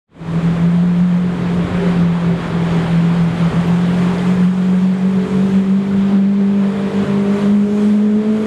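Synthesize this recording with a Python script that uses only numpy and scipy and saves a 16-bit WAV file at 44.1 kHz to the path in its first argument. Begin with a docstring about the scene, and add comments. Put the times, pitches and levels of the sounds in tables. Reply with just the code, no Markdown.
"""Sports car rounding a street corner

A big engine pulls slowly towards the microphone. Sines on multiples of the firing pattern make its note:
one booms in the pipe and wavers as wall echoes add and cancel, weaker ones come and go.
Patchy coloured noise makes rumble, burble, street roar and tyre hiss; a few small ticks are damped sines.
The sound fades in, and gain control on the whole mix ducks the street when the boom swells."""
import sys
import numpy as np
from scipy import signal
from scipy.fft import rfft, irfft, next_fast_len
from scipy.io import wavfile
from scipy.ndimage import uniform_filter1d, map_coordinates

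SR = 44100
rng = np.random.default_rng(int(sys.argv[2]) if len(sys.argv) > 2 else 0)


def transcribe(signal):
    """Save signal, clipped to [-1, 1], as a 16-bit WAV file at the path in sys.argv[1]."""
    frames = np.atleast_2d(signal).T
    limited = np.clip(frames, -1, 1)
    pcm = np.round(limited * 32767).astype(np.int16)
    wavfile.write(sys.argv[1], SR, pcm)


def voltage_ratio(decibels):
    """Convert decibels (scalar or array-like) to amplitude ratios, 20 dB per decade."""
    exponent = np.asarray(decibels, float) / 20
    return 10 ** exponent


N = 373086  # length in samples

# The engine's pull. Each row: time in seconds, firing pattern rate in Hz.
FIRING_RATE = [(.3, 41.3), (.6, 42.53), (.9, 44.1), (1.25, 44.4), (1.5, 43.45), (1.75, 44.6), (2, 43.09),
               (2.5, 42.36), (2.9, 41.95), (3.15, 42.61), (3.45, 42.07), (3.95, 44.26), (4.55, 45.8),
               (5.3, 47.42), (5.9, 49.02), (6.5, 49.7), (6.95, 49.4), (7.5, 50.84), (8.05, 52.5),
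               (8.46, 54.22)]
# The 4th harmonic, on the pipe's resonance. Each row: time in seconds, level in dB before waver and dips.
BOOM_LEVEL = [(0.35, -8.5), (0.87, -4), (1.15, -3.5), (1.36, -11), (1.96, -6), (2.15, -8.5), (2.69, -16),
              (3.06, -10), (3.62, -6.5), (3.81, -13), (4.16, -9.5), (4.66, -9), (4.94, -4.5), (5.38, -13.5),
              (5.62, -6.5), (5.98, -7.5), (6.38, -6.5), (6.75, -11.5), (7.27, -15), (7.6, -8), (8.24, -1.0),
              (8.46, -12.5)]
# Brief dips in the boom. Each row: centre in seconds, depth in dB, half width in seconds.
BOOM_DIPS = [(0.417, 11, 0.021), (0.574, 8, 0.06), (0.96, 4, 0.051), (1.41, 2.9, 0.0094),
             (1.688, 14, 0.0834), (1.823, 12, 0.053), (1.947, 11.5, 0.053), (2.176, 6, 0.092),
             (2.422, 10.5, 0.08), (2.52, 6, 0.018), (2.86, 6, 0.0392), (3.141, 3.5, 0.058),
             (3.372, 5.5, 0.07), (3.523, 16.5, 0.0541), (3.64, 11.8, 0.048), (3.938, 3, 0.064),
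             (4.185, 8, 0.097), (4.364, 6.5, 0.042), (4.549, 3.7, 0.041), (4.808, 7, 0.0149),
             (4.985, 8, 0.0813), (5.127, 4.9, 0.043), (5.282, 12, 0.042), (5.503, 6.5, 0.036),
             (5.668, 5, 0.057), (5.855, 8, 0.09), (6.112, 6.5, 0.026), (6.73, 4.5, 0.039),
             (6.806, 2, 0.018), (6.907, 14.5, 0.041), (7.058, 19, 0.029), (7.387, 10.5, 0.037),
             (7.68, 7, 0.038), (7.824, 1, 0.0846), (8.233, 7.5, 0.034)]
# The other strong harmonics. Each row: time in seconds, then 3rd, 8th, 9th and 12th harmonic in dB
# before waver.
GROWL_LEVELS = [(.3, -29, -42, -40, -51.5), (.7, -37, -43.5, -46, -45), (1.25, -22, -42, -38, -47),
                (1.6, -32.5, -40, -34, -46), (1.8, -33, -44, -23.5, -32), (2, -38, -43.5, -37, -39),
                (2.3, -35, -35, -32, -36.5), (3.1, -30, -41, -44, -50), (4.1, -27, -43, -32.5, -52),
                (4.8, -30.5, -36, -29, -43), (5.4, -30.5, -28, -30, -45), (6.1, -31.5, -28.5, -37.5, -49),
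                (6.55, -29.5, -26, -29.5, -33), (7, -31, -29, -30.5, -36), (7.5, -33, -22, -39, -34.5),
                (8, -34, -19.5, -29.5, -29.5), (8.46, -41.5, -16, -29, -30.5)]
# Faint harmonics that ride with the street. Each row: multiple of the firing pattern,
# starting level in dB relative to the street level, rise in dB per second as the car nears.
FAINT_HARMONICS = [(1, -8.5, -2), (2, -13, 0.77), (5, -7.5, -0.35), (6, -12, -0.36), (7, -9, -1.13),
                   (10, -13, 0.1), (11, -18, .5), (16, -22, 0.36), (19, -29.5, 1.6)]
# The street's balance. Each row: time in seconds, street level in dB, rumble in dB relative to it,
# burble in dB relative to it, tyre hiss in dB.
STREET_LEVELS = [(.3, -25.5, 4, 6.5, -46), (.6, -28.5, -0.5, 6, -49.5), (.9, -27, 2, 0, -47),
                 (1.3, -24.5, 1.5, 3.5, -45), (1.75, -27, 6.5, 5, -48.5), (2.3, -30, -1.5, 2.5, -52),
                 (3, -28, -1, 2, -48.5), (3.7, -28, -1.5, 3, -47.5), (4.4, -29.5, -4, 1, -46.5),
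                 (5.2, -32, -1, 3, -49), (5.5, -32.5, 0, 3, -48.5), (6.1, -31.5, -1, 2, -51),
                 (7.03, -30.5, -3, 2, -49), (7.22, -33.5, -4, 6.5, -51), (7.42, -31, -7, 3, -47.5),
                 (7.52, -34, -4, 2, -49), (7.8, -30, -5.5, 8, -43), (8.2, -28, -5.5, 6, -45),
                 (8.46, -27, -5, 5.5, -42)]
# Noise colours, relative levels only. Each row: frequency in Hz, density in dB per Hz.
RUMBLE_COLOUR = [(10, -30), (30, -20.5), (55, -11.5), (80, -6), (120, -3.5), (170, -2), (260, -30)]
BURBLE_COLOUR = [(110, -25.5), (170, -1), (240, -1.5), (300, -2), (345, -5), (400, -0.5), (460, -7.5),
                 (600, -22.5), (800, -42.5)]
ROAR_COLOUR = [(280,-19.5), (480,-5.5), (611,-5), (741,-7.5), (1030,-7.5), (2490,-16.5), (2770,-19.5),
               (3230,-18.5), (4600,-28), (6000,-39.5), (9000,-66)]
HISS_COLOUR = [(3500, -14.5), (5000, -5), (5900, -4.5), (6800, -2), (8500, -5.5), (10000, -10.5),
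               (12000, -17), (14000, -27.5), (15800, -31.5)]
# Small ticks. Each row: start in seconds, level in dB before the soft onset, pitch in Hz,
# time to decay by 60 dB in seconds.
TICK_RINGS = [(.7, -42, 7500, .09), (3.670, -39, 12620, .07), (4.183, -16, 4700, .0035),
              (4.192, -22, 3100, .025), (5.405, -43, 6800, .09)]
# Gain control, one row: loudest level in dB, detector window in seconds, attack in seconds,
# recovery in dB per second.
GAIN_CONTROL = (-12, 0.0483, 0.06, 11)
# Fade-in, one row: start in seconds, end in seconds, curve power.
FADE_IN = (0.064, 0.44, 2.04)


def unit(x):
    """Scale to rms 1."""
    return x / np.sqrt(np.mean(x ** 2) + 1e-20)


def curves(rows):
    """One value per sample for each column after the time."""
    seconds, *columns = np.transpose(rows)
    return [np.interp(np.arange(N) / SR, seconds, column) for column in columns]


def wobble(rate):
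    """A smooth random curve, rate knots a second."""
    knots = rng.standard_normal(int(N * rate / SR) + 4)
    return map_coordinates(knots, [np.arange(N) * rate / SR])


def rush(colour, patchy_db):
    """Coloured noise of rms 1, with smooth patches of random gain over time and frequency."""
    grains = signal.stft(rng.standard_normal(N + 512), nperseg=512)[2]
    field = uniform_filter1d(rng.standard_normal(grains.shape), size=6, axis=0)
    field = uniform_filter1d(field, size=12, axis=1)
    noise = signal.istft(grains * voltage_ratio(patchy_db * unit(field)), nperseg=512)[1][:N]
    size = next_fast_len(N + 8192)
    hz, db = np.transpose(colour)
    bins = np.log(np.fft.rfftfreq(size, 1 / SR) + 1)
    gain = voltage_ratio(np.interp(bins, np.log(hz + 1), db, left=-120, right=-120))
    return unit(irfft(rfft(noise, size) * gain, size)[:N])


def harmonic(turn, multiple, db, waver_db, jitter):
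    """One multiple of the firing pattern; echoes make level and phase waver, slowly and fast."""
    drift = jitter * (wobble(12) + 0.4 * wobble(40))  # radians
    phase = multiple * turn + drift + rng.uniform(0, 2 * np.pi)
    level_db = db + waver_db * (wobble(9) + 0.67 * wobble(24))
    return np.sqrt(2) * voltage_ratio(level_db) * np.sin(phase)


def boom(turn):
    """The 4th harmonic builds up over the first 0.4 seconds, then dips briefly many times."""
    t = np.arange(N) / SR
    build = np.clip(t / 0.382, 0, 1) ** 2.3
    dips = np.ones(N)
    for centre, depth_db, half_width in BOOM_DIPS:
        dips *= 1 - (1 - voltage_ratio(-depth_db)) * np.exp(-((t - centre) / half_width) ** 2)
    level_db, = curves(BOOM_LEVEL)
    return build * dips * harmonic(turn, 4, level_db, waver_db=1.11, jitter=0.33)


def growl(turn):
    """The boom's strong companions, each with its own level curve."""
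    levels_db = curves(GROWL_LEVELS)
    return sum(harmonic(turn, multiple, db, waver_db=2.1, jitter=0.4)
               for multiple, db in zip((3, 8, 9, 12), levels_db))


def faint_harmonics(turn, street_db):
    """The rest of the series follows the street level, each tilting steadily as the car nears."""
    t = np.arange(N) / SR
    return sum(harmonic(turn, round(multiple), street_db + db + rise * t, waver_db=2.4, jitter=0.3)
               for multiple, db, rise in FAINT_HARMONICS)


def exhaust(street_db):
    """All harmonics share one running phase, so they stay on multiples of the firing pattern."""
    hz, = curves(FIRING_RATE)
    turn = 2 * np.pi * np.cumsum(hz) / SR
    return boom(turn) + growl(turn) + faint_harmonics(turn, street_db)


def traffic_rumble(db):
    """Low noise whose level wanders."""
    return voltage_ratio(db + 2.5 * wobble(7)) * rush(RUMBLE_COLOUR, patchy_db=1.0)


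def exhaust_burble(db):
    """Low-mid noise that swells and sinks a little faster than the rumble."""
    return voltage_ratio(db + 1.6 * wobble(8.2)) * rush(BURBLE_COLOUR, patchy_db=1.2)


def road_roar(swell):
    """Broad noise whose upper part grows as the car nears, a first-order shelf pivoting at mid-scene."""
    brighten_hz, brighten_db_per_s = 1900, 0.38
    roar = voltage_ratio(2.0 + 0.5 * swell) * rush(ROAR_COLOUR, patchy_db=0.74)
    highpass = signal.butter(1, brighten_hz, 'high', fs=SR, output='sos')
    upper = signal.sosfilt(highpass, roar)
    upper_gain = voltage_ratio(brighten_db_per_s * (np.arange(N) - N / 2) / SR)
    return roar + (upper_gain - 1) * upper


def tyre_hiss(db, swell):
    """High noise that shares the roar's quick swells and adds some of its own."""
    return voltage_ratio(db + 0.52 * swell + 0.26 * wobble(18)) * rush(HISS_COLOUR, patchy_db=1.04)


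def street(street_db, rumble_db, burble_db, hiss_db):
    """Rumble, burble and roar move on one street level; the hiss keeps its own."""
    swell = wobble(11)
    body = traffic_rumble(rumble_db) + exhaust_burble(burble_db) + road_roar(swell)
    return voltage_ratio(street_db) * body + tyre_hiss(hiss_db, swell)


def ticks():
    """Short damped sines with a soft onset: thin high squeaks and grit clicks."""
    out = np.zeros(N + SR)
    t = np.arange(SR // 10) / SR
    for start, db, hz, t60 in TICK_RINGS:
        onset = 1 - np.exp(-8 * t / t60)
        ring = voltage_ratio(db - 60 * t / t60) * np.sin(2 * np.pi * hz * t)
        out[round(start * SR):][:len(t)] += ring * onset
    return out[:N]


def levelled(x):
    """Gain drops quickly when the sound passes the loudest level and climbs back at a steady rate."""
    top_db, detector_s, attack_s, recovery = GAIN_CONTROL
    power = np.abs(uniform_filter1d(x ** 2, round(detector_s * SR)))
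    level_db = 10 * np.log10(power + 1e-12)
    needed_db = np.minimum(top_db - level_db, 0)
    climb = recovery * np.arange(N) / SR
    gain_db = climb + np.minimum.accumulate(needed_db - climb, axis=-1)
    attack = round(attack_s * SR)
    # the offset makes the average look back only
    return x * voltage_ratio(uniform_filter1d(gain_db, attack, origin=attack // 2 - 1))


def scene():
    """Engine, street and ticks at one microphone."""
    street_db, *others_db = curves(STREET_LEVELS)
    mix = exhaust(street_db) + street(street_db, *others_db) + ticks()
    return mix[None]


def roll_off(x):
    """The treble ends steeply here."""
    return signal.sosfilt(signal.butter(12, 15720, fs=SR, output="sos"), x)


def record(dry):
    """Gain control rides the mix, a soft ceiling rounds the loudest crests and the level fades in."""
    start, end, power = FADE_IN
    fade = np.clip((np.arange(N) / SR - start) / (end - start), 0, 1) ** power
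    even = levelled(dry)
    rounded = even / (1 + np.abs(even / 0.66) ** 8) ** (1 / 8)
    return roll_off(rounded * fade)


dry = scene()
out = record(dry)
transcribe(out)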